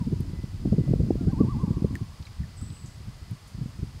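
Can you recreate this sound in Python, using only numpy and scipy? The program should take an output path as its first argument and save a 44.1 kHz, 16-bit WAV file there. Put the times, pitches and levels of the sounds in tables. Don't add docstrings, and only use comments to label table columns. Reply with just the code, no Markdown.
import sys
import numpy as np
from scipy import signal
from scipy.fft import rfft, irfft, next_fast_len
from scipy.io import wavfile
from scipy.ndimage import map_coordinates

SR = 44100
rng = np.random.default_rng(int(sys.argv[2]) if len(sys.argv) > 2 else 0)


def wav_record(signal):
    frames = np.transpose(np.atleast_2d(signal))
    bounded = np.clip(frames, -1, 1)
    quanta = np.round(bounded * 32767).astype(np.int16)
    wavfile.write(sys.argv[1], SR, quanta)


N = 176400


def amp(db):
    return 10 ** (np.asarray(db) / 20)


def unit(x):
    return x / np.sqrt(np.mean(x ** 2) + 1e-20)


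def eq_gain(points, hz):
    freqs, db = np.transpose(points)
    return amp(np.interp(np.log(hz + 1e-6), np.log(freqs), db))


def automation(points):
    return np.interp(np.arange(N) / SR, *np.transpose(points))


def wobble(rate, size=N):
    knots = rng.standard_normal(int(size * rate / SR) + 4)
    return map_coordinates(knots, [np.arange(size) * rate / SR])


def filtered(x, gain):
    size = next_fast_len(len(x) + 4096)
    return irfft(rfft(x, size) * gain(np.fft.rfftfreq(size, 1 / SR)), size)[:len(x)]


def noise(eq):
    return unit(filtered(rng.standard_normal(N), lambda f: eq_gain(eq, f)))


def add(out, start, x):
    i = round(start * SR)
    x = x[max(-i, 0):max(N - i, 0)]
    out[max(i, 0):][:len(x)] += x


def shore_echo(x, t60, swell_s):
    t = np.arange(2 * SR) / SR
    tail = rng.standard_normal(len(t)) * amp(-60 * t / t60) * (1 - np.exp(-(t / swell_s) ** 2))
    return signal.fftconvolve(x, tail / np.linalg.norm(tail))[:N]


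def hiss_and_whine():
    # frequency in Hz, relative level in dB.
    hiss_eq = [(300, 4.5), (1100, 5.5), (1600, 1.5), (4000, -1), (4550, 3.5), (5400, -2.5), (9200, -7),
               (10500, -11), (13500, -14.5), (15700, -19)]
    # time in seconds, level in dB.
    whine_ride = [(0, -82), (.4, -69), (.75, -76.5), (.85, -63), (.96, -74)]
    phase = 2 * np.pi * np.cumsum(2000 + 16 * wobble(60)) / SR
    hiss = amp(-55.5) * noise(hiss_eq)
    whine = amp(automation(whine_ride) + 2.5 * wobble(9)) * np.sqrt(2) * np.sin(phase)
    return hiss + whine


def camera_buzz():
    rate_hz, top_hz, fall_hz = 53.76, 5120, 551.5
    cycle = np.arange(N) / SR * rate_hz % 1
    progress = np.minimum(2 * cycle, 1)
    phase = 2 * np.pi * np.cumsum(top_hz - fall_hz * progress ** 3 + 45 * wobble(250)) / SR
    return amp(-59.5) * np.sin(np.pi * progress) * np.sin(phase)


def wind_turbulence():
    # time in seconds, level in dB.
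    wind_ride = [(0, -34), (.55, -42), (.66, -32.5), (1.08, -31), (1.2, -33), (1.95, -36.5), (2.15, -46.5),
                 (2.65, -42), (3.3, -46), (3.45, -50), (3.6, -42.5), (4, -42)]
    # frequency in Hz, relative level in dB.
    rumble_eq = [(12, -41), (32, -3.5), (95, 2.5), (180, -10), (300, -26.5), (450, -39), (900, -67)]
    flutter_eq = [(40, -25), (130, 3), (220, 1.5), (350, -10.5), (2200, -70)]
    strong_db, flutter_growth = -30, 2.11
    wind_db = automation(wind_ride)
    lumps_db = 5 * np.tanh(wobble(40))
    rumble = amp(wind_db + lumps_db) * noise(rumble_eq)
    flutter_db = strong_db + flutter_growth * (wind_db - strong_db) + 6.1 * np.tanh(wobble(60))
    return rumble + amp(flutter_db + lumps_db) * noise(flutter_eq)


def wind_puffs():
    # time in seconds, length in seconds, strength in dB.
    eddies = [(0.015, 0.013, -23.5), (0.075, 0.014, -22.5), (0.132, .009, -17.5), (0.167, 0.015, -25.5),
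              (.207, 0.0093, -21.5), (0.286, 0.018, -26), (0.337, 0.0054, -27.5), (0.394, 0.011, -26.5),
              (0.441, 0.007, -24.5), (0.546, 0.021, -30), (0.656, 0.0055, -18), (0.678, 0.008, -23),
              (0.727, .006, -13), (0.742, .01, -18.5), (0.789, 0.014, -16), (0.811, .01, -22.5),
              (0.838, 0.0035, -27.5), (0.879, .0025, -26.5), (0.894, .009, -21), (0.913, 0.012, -18),
              (0.937, 0.0027, -17.5), (0.962, 0.007, -21.5), (1.006, 0.012, -15.5), (1.039, 0.009, -18.5),
              (1.088, .012, -24), (1.1078, 0.0034, -16), (1.157, 0.0024, -24), (1.216, 0.0092, -22),
              (1.278, 0.019, -15.5), (1.335, 0.0078, -21), (1.41, 0.011, -12), (1.437, .008, -20),
              (1.451, .005, -21), (1.488, 0.014, -23.5), (1.57, 0.014, -23.5), (1.639, 0.0096, -17.5),
              (1.682, .011, -22.5), (1.711, .009, -18), (1.775, .014, -20.5), (1.824, 0.0045, -20),
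              (1.847, .007, -15.5), (1.908, 0.0094, -28), (2.019, 0.016, -27.5), (2.208, 0.0112, -33.5),
              (2.417, 0.042, -27), (2.628, 0.018, -28.5), (2.702, 0.0091, -34), (2.849, 0.009, -34),
              (3.009, .009, -35), (3.082, 0.02, -31), (3.323, 0.021, -28.5), (3.551, 0.0081, -30.5),
              (3.587, 0.0099, -31.5), (3.621, 0.015, -24.5), (3.662, 0.006, -29), (3.795, 0.011, -29.5),
              (3.834, 0.012, -24.5)]
    # multiple of its centre frequency, relative level in dB.
    puff_eq = [(.08, -62), (.3, -4), (.85, -4.5), (1.35, -7), (2, -10.5), (3, -22), (18, -105)]
    typical_hz, typical_db, typical_s = 157.88, -20.5, 0.010036
    db_per_octave, trim_db, rise_share = 30, 1.5, 0.46
    out, t = np.zeros(N), np.arange(-SR // 10, SR // 10) / SR
    for time, length, db in eddies:
        centre_hz = typical_hz * 2 ** ((db - typical_db) / db_per_octave) * (typical_s / length) ** 0.2016
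        start_cycle = rng.random()
        churn_hz = centre_hz * np.exp(0.44 * wobble(167.9, len(t)))
        churn = np.sin(2 * np.pi * (start_cycle + np.cumsum(churn_hz) / SR))
        age = np.maximum(t / (rise_share * length) + 1.5, 0)
        push = (churn + 4 * rng.standard_normal(len(t))) * age * np.exp(-age)
        push = filtered(push, lambda f: eq_gain(puff_eq, f / centre_hz))
        energy = np.hypot(length, 0.011) * SR / 2
        add(out, time + t[0], amp(db + trim_db) * push * np.sqrt(energy / np.sum(push ** 2)))
    return out


def drips_and_ticks():
    # start in seconds, opening pitch in Hz, level in dB, 60 dB decay in seconds.
    drips = [(1.9546, 1900, -28, 0.024), (2.254, 4130, -44, 0.037), (2.27, 2360, -39.5, 0.021),
             (2.434, 1860, -46.5, 0.058), (2.612, 1340, -47.5, 0.038), (2.769, 2820, -47, .02)]
    # start in seconds, level in dB, centre in Hz, width in octaves,
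    # 60 dB decay in seconds.
    ticks = [(0.2063, -43, 11300, .15, 0.0085), (1.9545, -24.5, 5960, 1, 0.0011),
             (1.9634, -43, 5060, 1, .007), (2.226, -44, 3920, .35, 0.018), (2.266, -52, 3460, 0.7, 0.07),
             (2.6136, -46.5, 7000, 0.94, 0.01), (2.703, -47, 4200, .35, 0.018),
             (2.859, -54.5, 6700, 0.28, 0.21), (3.311, -45, 9900, 0.36, 0.0077),
             (3.475, -56.5, 8300, 0.44, 0.15)]
    attack_s = 0.00006
    out, t = np.zeros(N), np.arange(SR // 10) / SR
    attack = 1 - np.exp(-t / attack_s)
    for start, hz, db, t60 in drips:
        sag = 1 - 0.332 * np.minimum(t / t60, 1)
        phase = 2 * np.pi * np.cumsum(hz * sag) / SR
        add(out, start, amp(db - 60 * t / t60) * attack * np.sin(phase))
    for start, db, hz, octaves, t60 in ticks:
        white = rng.standard_normal(len(t))
        spray = filtered(white, lambda f: np.exp(-.5 * (np.log2((f + 1) / hz) / octaves) ** 2))
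        add(out, start, amp(db - 60 * t / t60) * attack * unit(spray))
    return out


def small_bird():
    # start and length in seconds, opening and lowest pitch in Hz, level in dB.
    lisps = [(2.565, 0.043, 8400, 7770, -51.5), (2.612, 0.031, 8400, 7930, -50),
             (2.705, .1, 8400, 7970, -57.5), (2.8, 0.039, 7840, 7700, -58.5)]
    out = np.zeros(N)
    for start, length, start_hz, low_hz, db in lisps:
        progress = np.linspace(0, 1, int(length * SR))
        hz = start_hz + (low_hz - start_hz) * np.sin(2 * progress) + 110 * wobble(312, len(progress))
        envelope = amp(db) * np.sqrt(abs(np.sin(np.pi * progress)))
        add(out, start, envelope * np.sin(2 * np.pi * np.cumsum(hz) / SR))
    return out + shore_echo(out, t60=0.76, swell_s=0.02)


def loon_note(turns, octave_db):
    fade_s = 0.0067
    times, turn_hz, turn_db = np.transpose(turns)
    t, index = np.arange(N) / SR, np.arange(len(times))
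    position = np.interp(t, times, index)
    eased = np.floor(position) + np.sin(np.pi / 2 * (position % 1)) ** 2
    hz, db = np.interp(eased, index, turn_hz), np.interp(eased, index, turn_db)
    phase = 2 * np.pi * np.cumsum(hz * (1 + 0.0059 * wobble(150))) / SR
    gate = np.clip(np.minimum(t - times[0], times[-1] - t) / fade_s, 0, 1)
    tone = np.sin(phase) + amp(octave_db) * np.sin(2 * phase)
    return np.sqrt(2) * gate * amp(db + wobble(81.3)) * tone


def loon():
    # time in seconds, pitch in Hz, level in dB.
    fall = [(0, 999, -48.5), (.07, 860, -62)]
    opening = [(1.15, 645, -68), (1.21, 705, -56), (1.255, 625, -59), (1.305, 787, -51.5), (1.32, 805, -57)]
    tremolo = [(1.318, 1088, -48), (1.36, 864, -52), (1.412, 1165, -42.5), (1.461, 859, -54),
               (1.509, 1169, -45), (1.566, 819, -52), (1.614, 1070, -46.5), (1.685, 815, -55.5)]
    voice = loon_note(fall, octave_db=-46)
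    voice += loon_note(opening, octave_db=-7.5)
    voice += loon_note(tremolo, octave_db=-46)
    return voice + amp(-6) * shore_echo(voice, t60=2.4, swell_s=0.06)


def scene():
    wind = wind_puffs() + wind_turbulence()
    return (wind + loon() + small_bird() + drips_and_ticks() + hiss_and_whine() + camera_buzz())[None]


def record(dry):
    top_hz = 15750
    return np.array([filtered(x, lambda f: f < top_hz) for x in dry])


dry = scene()
out = record(dry)
wav_record(out)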